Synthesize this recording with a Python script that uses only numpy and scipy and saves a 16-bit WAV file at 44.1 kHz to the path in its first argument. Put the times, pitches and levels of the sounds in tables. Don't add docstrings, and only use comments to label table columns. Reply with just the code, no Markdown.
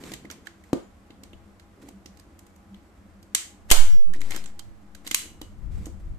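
import sys
import numpy as np
from scipy import signal
from scipy.fft import rfft, irfft
from scipy.io import wavfile
from scipy.ndimage import uniform_filter1d

SR = 44100
rng = np.random.default_rng(int(sys.argv[2]) if len(sys.argv) > 2 else 0)


def volts(x):
    e = np.asarray(x, float) / 20
    return 10 ** e


def digitize_waveform(pressure):
    field = np.atleast_2d(pressure).T
    bounded = np.clip(field, -1, 1)
    quanta = np.round(bounded * 32767).astype(np.int16)
    wavfile.write(sys.argv[1], SR, quanta)


N = 272538


def evened(x):
    return x / np.sqrt(np.mean(x ** 2) + 1e-20)


def read(points, hz):
    point_hz, value = np.transpose(points)
    return np.interp(np.log(hz + 1), np.log(point_hz + 1), value)


def colour(x, db_at):
    size = x.shape[-1]
    gain = volts(db_at(np.fft.rfftfreq(size, 1 / SR)))
    return irfft(rfft(x) * gain, size)


def hump(hz, centre_hz, width_hz):
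    return 1 / (1 + 2j * (hz - centre_hz) / width_hz)


def add(mix, start_s, sound):
    part = mix[:, round(start_s * SR):][:, :sound.shape[1]]
    part += sound[:, :part.shape[1]]


def pair(likeness):
    a, b = rfft(rng.standard_normal((2, N)))
    c = np.clip(likeness(np.fft.rfftfreq(N, 1 / SR)), -1, 1)
    return irfft(np.array([a, c * a + np.sqrt(1 - c ** 2) * b]), N)


def strokes(rows, rise_db_per_s, fall_db_per_s, rest_db):
    t = np.arange(N) / SR
    power = np.full((2, N), volts(2 * rest_db))
    for start_s, hold_s, level_db, *lean_db in rows:
        side_db = sum(lean_db) * np.array([[.5], [-.5]])
        before_db = rise_db_per_s * np.maximum(start_s - t, 0)
        after_db = fall_db_per_s * np.maximum(t - start_s - hold_s, 0)
        power = power + volts(2 * (level_db + side_db - before_db - after_db))
    return np.sqrt(power)


def room_tone():
    # freq_hz, correlation [0-1]
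    hush_likeness = [(60, 0.94), (180, 0.36), (550, 0.59), (1650, 0.033), (4970, 0.037), (15000, 0.01)]
    # [per Hz, relative]
    hush_spectrum = [(18, -37), (30, -4.5), (85, 5.5), (144, -22.5), (192, -2.5), (249, -10), (324, -11.5),
                     (399, -11.5), (747, -12.5), (808, -20), (996, -14.5), (1290, -16), (3680, -32.5),
                     (13600, -40), (15500, -70.5)]
    # centre_hz, width_hz [of one of two passes], level_db
    hum_bands = [(82, 54, -62.5), (200.1, 45, -61.5), (287, 49, -66), (333.1, 14, -66), (817, 14, -72.5)]
    hush_db = -61.5
    hz = np.fft.rfftfreq(N, 1 / SR)
    noise = pair(lambda f: read(hush_likeness, f))
    hums = 0
    for centre_hz, width_hz, level_db in hum_bands:
        same = pair(lambda f: 1.0 + 0 * f)
        band = irfft(rfft(same) * hump(hz, centre_hz, width_hz) ** 2, N)
        hums = hums + volts(level_db) * evened(band)
    hush = colour(noise, lambda f: read(hush_spectrum, f))
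    upper = colour(hush, lambda f: -60. * (f < 400))
    return hums + volts(hush_db) * hush / np.std(upper)


def throb():
    # pitch_hz, level_db, beats_per_s, crest_s
    machine = (198, -56, 6.5, 1.5)
    pitch_hz, level_db, beats_per_s, crest_s = machine
    t = np.arange(N) / SR
    slow = uniform_filter1d(rng.standard_normal((2, N)), 5000)
    waver = evened(uniform_filter1d(slow, 5000))
    beat = (.5 + .5 * np.cos(2 * np.pi * beats_per_s * (t - crest_s))) ** 1.9
    tone = np.sin(2 * np.pi * np.cumsum(pitch_hz + 3 * waver[1]) / SR)
    return volts(level_db + 6.6 * waver[0]) * beat * tone


def rustle():
    # start_s, hold_s, level_db
    rubs = [(0.0, 0.029, -54.5), (.04, 0.1, -50), (.32, .005, -47.5), (.46, 0.012, -55), (.64, .06, -68),
            (1.82, 0.015, -56.5), (1.86, 0.031, -63), (2.19, .005, -61), (3.694, .005, -57.5),
            (3.703, .008, -37.5), (4.15, 0.0052, -48.5), (4.23, 0.07, -53.5), (4.31, 0.066, -43.5),
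            (4.47, .03, -60), (5.05, 0.024, -50.5), (5.72, 0.15, -62), (6.0, .01, -65.5)]
    # [per Hz, relative]
    crackle_spectrum = [(120, -40), (200, -10.5), (314, -4), (427, -10.5), (880, -10), (1460, -12.5),
                        (5970, -17), (7830, -14), (10000, -23), (13000, -20), (15000, -40.5)]
    size_db = 1.9 * np.minimum(rng.exponential(1, N), 5)
    size = volts(size_db) * (rng.random(N) < 1000 / SR)
    smeared = signal.lfilter([1], [1, -np.exp(-1 / (SR * 0.0044))], size ** 2)
    snaps = np.sqrt(0.18 + smeared)
    blister = lambda hz: 7 * abs(hump(hz, 2050, 400))
    noise = colour(pair(lambda hz: .6 + 0 * hz) * snaps, lambda hz: read(crackle_spectrum, hz) + blister(hz))
    envelope = strokes(rubs, rise_db_per_s=1500, fall_db_per_s=1700, rest_db=-72)
    return envelope * volts(np.array([[-1.5], [1.5]])) * evened(noise)


def stir():
    # start_s, hold_s, level_db, left_right_db
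    puffs = [(.12, 0.0066, -56, 2.5), (1.36, 0.044, -57.5, 20), (2.78, .01, -60, 5), (3.09, .01, -54.5, 6),
             (3.72, 0.085, -41.5, -5.5), (3.85, 0.55, -53.5, -5.5), (4.7, 0.0097, -52.5, -9),
             (5.33, .01, -55, -12.5), (5.43, 0.0087, -47.5, 5.5), (5.52, 0.009, -49.5, -19),
             (5.65, 0.11, -35, 12.5), (5.78, .03, -33.5, -3), (5.96, .01, -43.5, 22),
             (6.09, 0.0092, -30.5, 1.5), (6.15, .01, -45.5, 13.5)]
    # [per Hz, relative]
    gust_spectrum = [(8.8, -33), (15, 6.5), (81, 0), (166, -15.5), (247, -23.5), (274, -35.5), (317, -31),
                     (362, -36), (500, -52), (650, -71), (1100, -120)]
    # start_s, hold_s, level_db
    slides = [(0.0, 0.12, -47), (.2, 0.23, -55), (1.22, 0.022, -57), (1.84, 0.029, -50.5),
              (2.27, 0.015, -61.5), (2.5, 0.54, -73), (3.75, .02, -63), (4.2, 0.23, -53.5),
              (5.25, 0.062, -55), (5.78, .12, -53.5), (6.18, .01, -73)]
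    rub_spectrum = [(60, -49.5), (130, 3.0), (300, 4), (500, -5.0), (1200, -28.5), (5000, -70.5)]  # Hz, dB
    gust = evened(colour(pair(lambda hz: 0.5 + 0 * hz), lambda hz: read(gust_spectrum, hz)))
    rub = evened(colour(pair(lambda hz: 1.0 + 0 * hz), lambda hz: read(rub_spectrum, hz)))
    air = strokes(puffs, rise_db_per_s=147, fall_db_per_s=143, rest_db=-70.5) * gust
    return air + strokes(slides, rise_db_per_s=110, fall_db_per_s=136, rest_db=-80.5) * rub


def clicks():
    # time_s, level_db, panel_hz, panel_db [relative], treble_db [relative]
    contacts = [(0.038, -45, 2090, -22, -11), (.119, -39.5, 654, -1.5, -9), (0.138, -34, 1980, -24, -8.5),
                (0.252, -54, 2030, 0.5, -14), (0.302, -41, 1620, -6.5, -17), (.312, -41.5, 5800, -7, 0),
                (.471, -43, 1680, 1, -12.5), (0.639, -58.5, 1940, -3, -5), (0.732, -34, 1050, 1, -9),
                (1.106, -52, 3200, -18, -22), (1.236, -45, 4230, -41, -6), (1.333, -58.5, 3000, 4.5, -8),
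                (1.598, -53, 1930, -10, -11), (1.888, -48.5, 790, 1, -3), (2.06, -46.5, 5500, -9.5, -7.5),
                (2.173, -56, 4820, -17, -5), (2.198, -53, 4800, -13, -4), (2.392, -49, 7400, -42, 1),
                (2.467, -56, 7300, -36, -2), (2.562, -58, 7300, -17, 2), (2.745, -58, 3200, -5, -13),
                (3.229, -54.5, 4800, -14.5, -2), (3.3497, -15.5, 7700, -8.5, -6),
                (3.704, -21.5, 3100, -8, -3), (3.714, 0, 5560, -33, 4), (3.7172, -7.5, 3000, -3.5, -7),
                (3.7209, -2, 4300, -11.5, 0), (4.137, -43.5, 1820, -2, -5.5), (4.144, -57, 1940, 8, -20),
                (4.162, -53, 5500, -17, -13), (4.207, -50.5, 7600, -8, -15), (4.216, -38.5, 2110, -6, -9),
                (4.308, -34, 2130, -5, -0.5), (4.32, -36, 2170, -9, -18), (4.348, -39, 2110, -18, -15),
                (4.363, -33, 1600, -12, -4.5), (4.441, -47, 4240, -16, -3), (4.46, -49, 7400, -9, -16),
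                (4.477, -58.5, 6030, -16, -8), (4.594, -43, 4370, -13.5, -4.5),
                (4.95, -45, 1670, -18.5, -6.5), (5.067, -41, 4060, -4.5, -6),
                (5.075, -31.5, 2940, -28, -3.5), (5.113, -24, 2040, -17, -6),
                (5.146, -11.5, 2650, -14, 0.5), (5.416, -39, 1063, -7, -6.5), (5.858, -43.5, 6600, -9, -2),
                (5.867, -49, 834, 6, 1)]
    # mode_hz, width_hz, gain_db
    steel_modes = [(1150, 310, -26), (2114, 140, -3.5), (3085, 170, -1.5), (3930, 930, -9),
                   (4670, 360, -15.5), (6100, 75, -4), (6500, 83, 0), (7340, 1300, -4.5), (7670, 100, -17),
                   (8210, 200, -5), (9500, 91, -13.5), (10200, 69, -5), (12580, 180, -20),
                   (14000, 110, -13)]
    # time_s, left_right_db
    tool_side = [(0, 1.5), (.4, -12), (.75, 0), (2.1, -10), (2.45, -2), (3.35, -2.5), (3.72, 2), (4.15, -7),
                 (4.33, -2), (4.55, -19.5), (5.1, -3), (5.9, 0.5)]
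    mix, spread = np.zeros((2, N)), np.zeros((1, N))
    hz, t = np.fft.rfftfreq(4096, 1 / SR), np.arange(4096) / SR
    late = np.exp(-2j * np.pi * hz * np.array([[0], [.00016]]))
    contact = t / 0.002 * np.exp(-t / 0.0016)
    noises = rng.standard_normal((len(contacts), 3, 4096))
    for (time_s, level_db, panel_hz, panel_db, treble_db), z in zip(contacts, noises):
        detune = 1 + 0.0086 * z[0, -1]
        steel = 0.48 + sum(volts(db) * hump(hz, f * detune, w) for f, w, db in steel_modes)
        tilt_db = [(300, -41.5), (1100, -17), (2200, -13.5), (4000, -14.5), (9000, treble_db - 11.5)]
        tilt = volts(read(tilt_db, hz))
        panel = volts(panel_db - 3) * hump(hz, panel_hz, 0.36 * panel_hz) ** 2
        chatter = (1.1 * z[0] + 1.68 * z[1:]) * contact
        strike = chatter + 3 * (t == 0)
        tick = irfft(rfft(strike) * (steel * tilt + panel) * late)
        level = volts(level_db + 7) / np.sqrt((abs(steel * tilt) ** 2).mean())
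        side = volts(np.interp(time_s, *np.transpose(tool_side)) * np.array([[.5], [-.5]]))
        add(mix, time_s - .004, level * side * np.roll(tick, 132, axis=1))
        even_gain = uniform_filter1d(abs(steel), size=7) * tilt + .6 * abs(panel)
        even = np.roll(irfft(even_gain), 100)
        add(spread, time_s, 4 * level * even[None])
    return mix, spread


def knocks():
    # time_s, level_db; the one at 0.756 s is the 0.732 s knock swelling back
    onsets = [(.038, -33.5), (.119, -34.5), (.137, -35), (0.249, -34), (0.304, -42.5), (.312, -45),
              (.732, -8.5), (0.756, -36.5), (1.104, -42), (1.233, -41), (1.334, -42), (1.888, -43),
              (2.059, -42.5), (3.349, -43), (3.7139, -14.5), (3.719, -15), (4.162, -39), (4.207, -41),
              (4.307, -37), (4.347, -37), (4.365, -37), (5.067, -39), (5.114, -33.5), (5.416, -32),
              (5.869, -30)]
    # mode_hz, level_db, t60_s [before the hand's damping]
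    pack_modes = [(169.4, -11, 0.63), (306.6, 17, 0.09), (468, 8, 0.031), (680, -12.5, 0.08),
                  (1000, -15, 0.18), (1133, -29, 0.035)]
    mix, t = np.zeros((1, N)), np.arange(4096) / SR
    ringing = -sum(volts(db - 60 * t / t60_s) * np.sin(2 * np.pi * f * t) for f, db, t60_s in pack_modes)
    damped = ringing * (volts(-31.5) + np.exp(-t / 0.01))
    knock = signal.lfilter(*signal.butter(2, 90, "high", fs=SR), damped)
    for time_s, level_db in onsets:
        add(mix, time_s - .001, volts(level_db) * knock[None] / abs(knock).max())
    return mix


def room(x):
    # freq_hz, t60_s
    decay = [(250, 0.19), (660, 0.28), (1740, 0.4), (4000, 0.33), (7500, 0.32), (10000, 0.3), (14000, 0.32)]
    # freq_hz, gain_db [relative]
    strength = [(200, -7.5), (800, -0.5), (2000, -2), (4000, 0.5), (7500, 0.5), (10000, -2.5), (14000, -5)]
    taps = np.zeros((6, SR))
    slots = np.arange(180, SR - 20, 12)
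    at = slots + rng.integers(0, 12, (6, len(slots)))
    np.put_along_axis(taps, at, rng.choice([-1., 1.], at.shape), 1)
    hz, t, z = signal.stft(taps, SR, nperseg=256)
    t60_s = read(decay, hz)[:, None]
    gain = volts(-60 * t / t60_s + read(strength, hz)[:, None]) / np.sqrt(t60_s)
    tail = signal.istft(z * gain, SR, nperseg=256)[1]
    turn = 2 * np.pi * (40 * np.arange(N) / SR + np.arange(3)[:, None] / 3)
    shares = np.sqrt(2 / 3) * np.cos(turn) * x.mean(0)
    wet = signal.fftconvolve(np.repeat(shares, 2, 0), tail / 18, axes=1)[:, :N]
    return wet.reshape(3, 2, N).sum(0)


def rings():
    # start_s, pitch_hz, level_db, t60_s, rise_s
    hanging = [(.82, 7100, -61, 0.21, 0.0059), (1.335, 2960, -52, 0.057, 0.0017),
               (3.88, 5600, -37.5, 0.33, 0.034), (4.37, 5200, -41, 0.11, 0.0033),
               (4.46, 7600, -47, 0.099, 0.003), (4.6, 3140, -43, 0.056, 0.0013),
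               (5.15, 2890, -44, 0.45, 0.0033), (5.15, 4010, -42.5, 0.39, .003),
               (5.42, 2920, -51.5, 0.2, 0.0016), (5.419, 3160, -59, 0.17, 0.0018)]
    mix, t = np.zeros((2, N)), np.arange(SR // 2) / SR
    for start_s, pitch_hz, level_db, t60_s, rise_s in hanging:
        envelope = volts(level_db - 60 * t / t60_s) * (1 - np.exp(-t / rise_s)) ** 2
        tone = np.sin(2 * np.pi * pitch_hz * t + np.array([[0], [.6]]))
        add(mix, start_s, envelope * tone)
    return mix


def swing():
    # share [of full scale], creep_s
    shove = [(-.167, .344), (-1.114, .195)]
    # share [of full scale], sway_hz, fade_s
    sways = [
        [(1.137, 1.225, .213), (-.334, 2.703, .216), (-.052, 6.04, .278)],
        [(3.319, 2.118, .109), (-1.98, 4.83, .027), (.615, 14.1, .047)],
    ]
    shove_s, rise_s = 3.713, .004
    t = np.maximum(np.arange(N) / SR - shove_s, 0)
    sides = []
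    for (share, creep_s), sway in zip(shove, sways):
        offset = share * (np.exp(-t / creep_s) - np.exp(-t / rise_s))
        swaying = sum(a * np.exp(-t / fade_s) * np.sin(2 * np.pi * f * t) for a, f, fade_s in sway)
        sides.append(offset + swaying)
    return np.array(sides)


def pop():
    # start_s, level_db, push_s
    burst = (3.7148, 5, .00024)
    start_s, level_db, push_s = burst
    u = np.maximum(np.arange(N) / SR - start_s, 0) / push_s
    pulse = np.e * u * (1 - u + u ** 2 / 6) * np.exp(-u)
    return volts(level_db) * pulse * volts(np.array([[-1.5], [1.5]]))


def scene():
    near, spread = clicks()
    rubbed, air, hollow = rustle(), pop(), knocks()
    direct = near + hollow + rubbed + air + rings()
    tail = room(spread + hollow + rubbed + 2.4 * air)
    return direct + tail + stir() + room_tone() + throb()


def top_cut(x):
    return signal.sosfilt(signal.butter(12, 15970, fs=SR, output="sos"), x)


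def record(dry):
    # freq_hz, gain_db
    mic_response = [(20, 0), (12000, 0), (14200, -1), (14800, -22), (16000, -45)]
    power_db = 10 * np.log10(abs(uniform_filter1d((dry ** 2).mean(0), 60)) + 1e-12)
    fall_db = np.arange(N) * 88.0 / SR
    held_db = np.maximum.accumulate(power_db + fall_db) - fall_db
    over_db = np.maximum(held_db + 15.0, 0)
    smooth_db = signal.lfilter([1 / (0.0024 * SR)], [1, 1 / (0.0021 * SR) - 1], over_db)
    ducked = dry / volts(0.58 * smooth_db)
    clipped = np.clip(ducked + swing(), -.78, .78)
    finished = colour(clipped, lambda hz: read(mic_response, hz))
    return top_cut(finished)


dry = scene()
out = record(dry)
digitize_waveform(out)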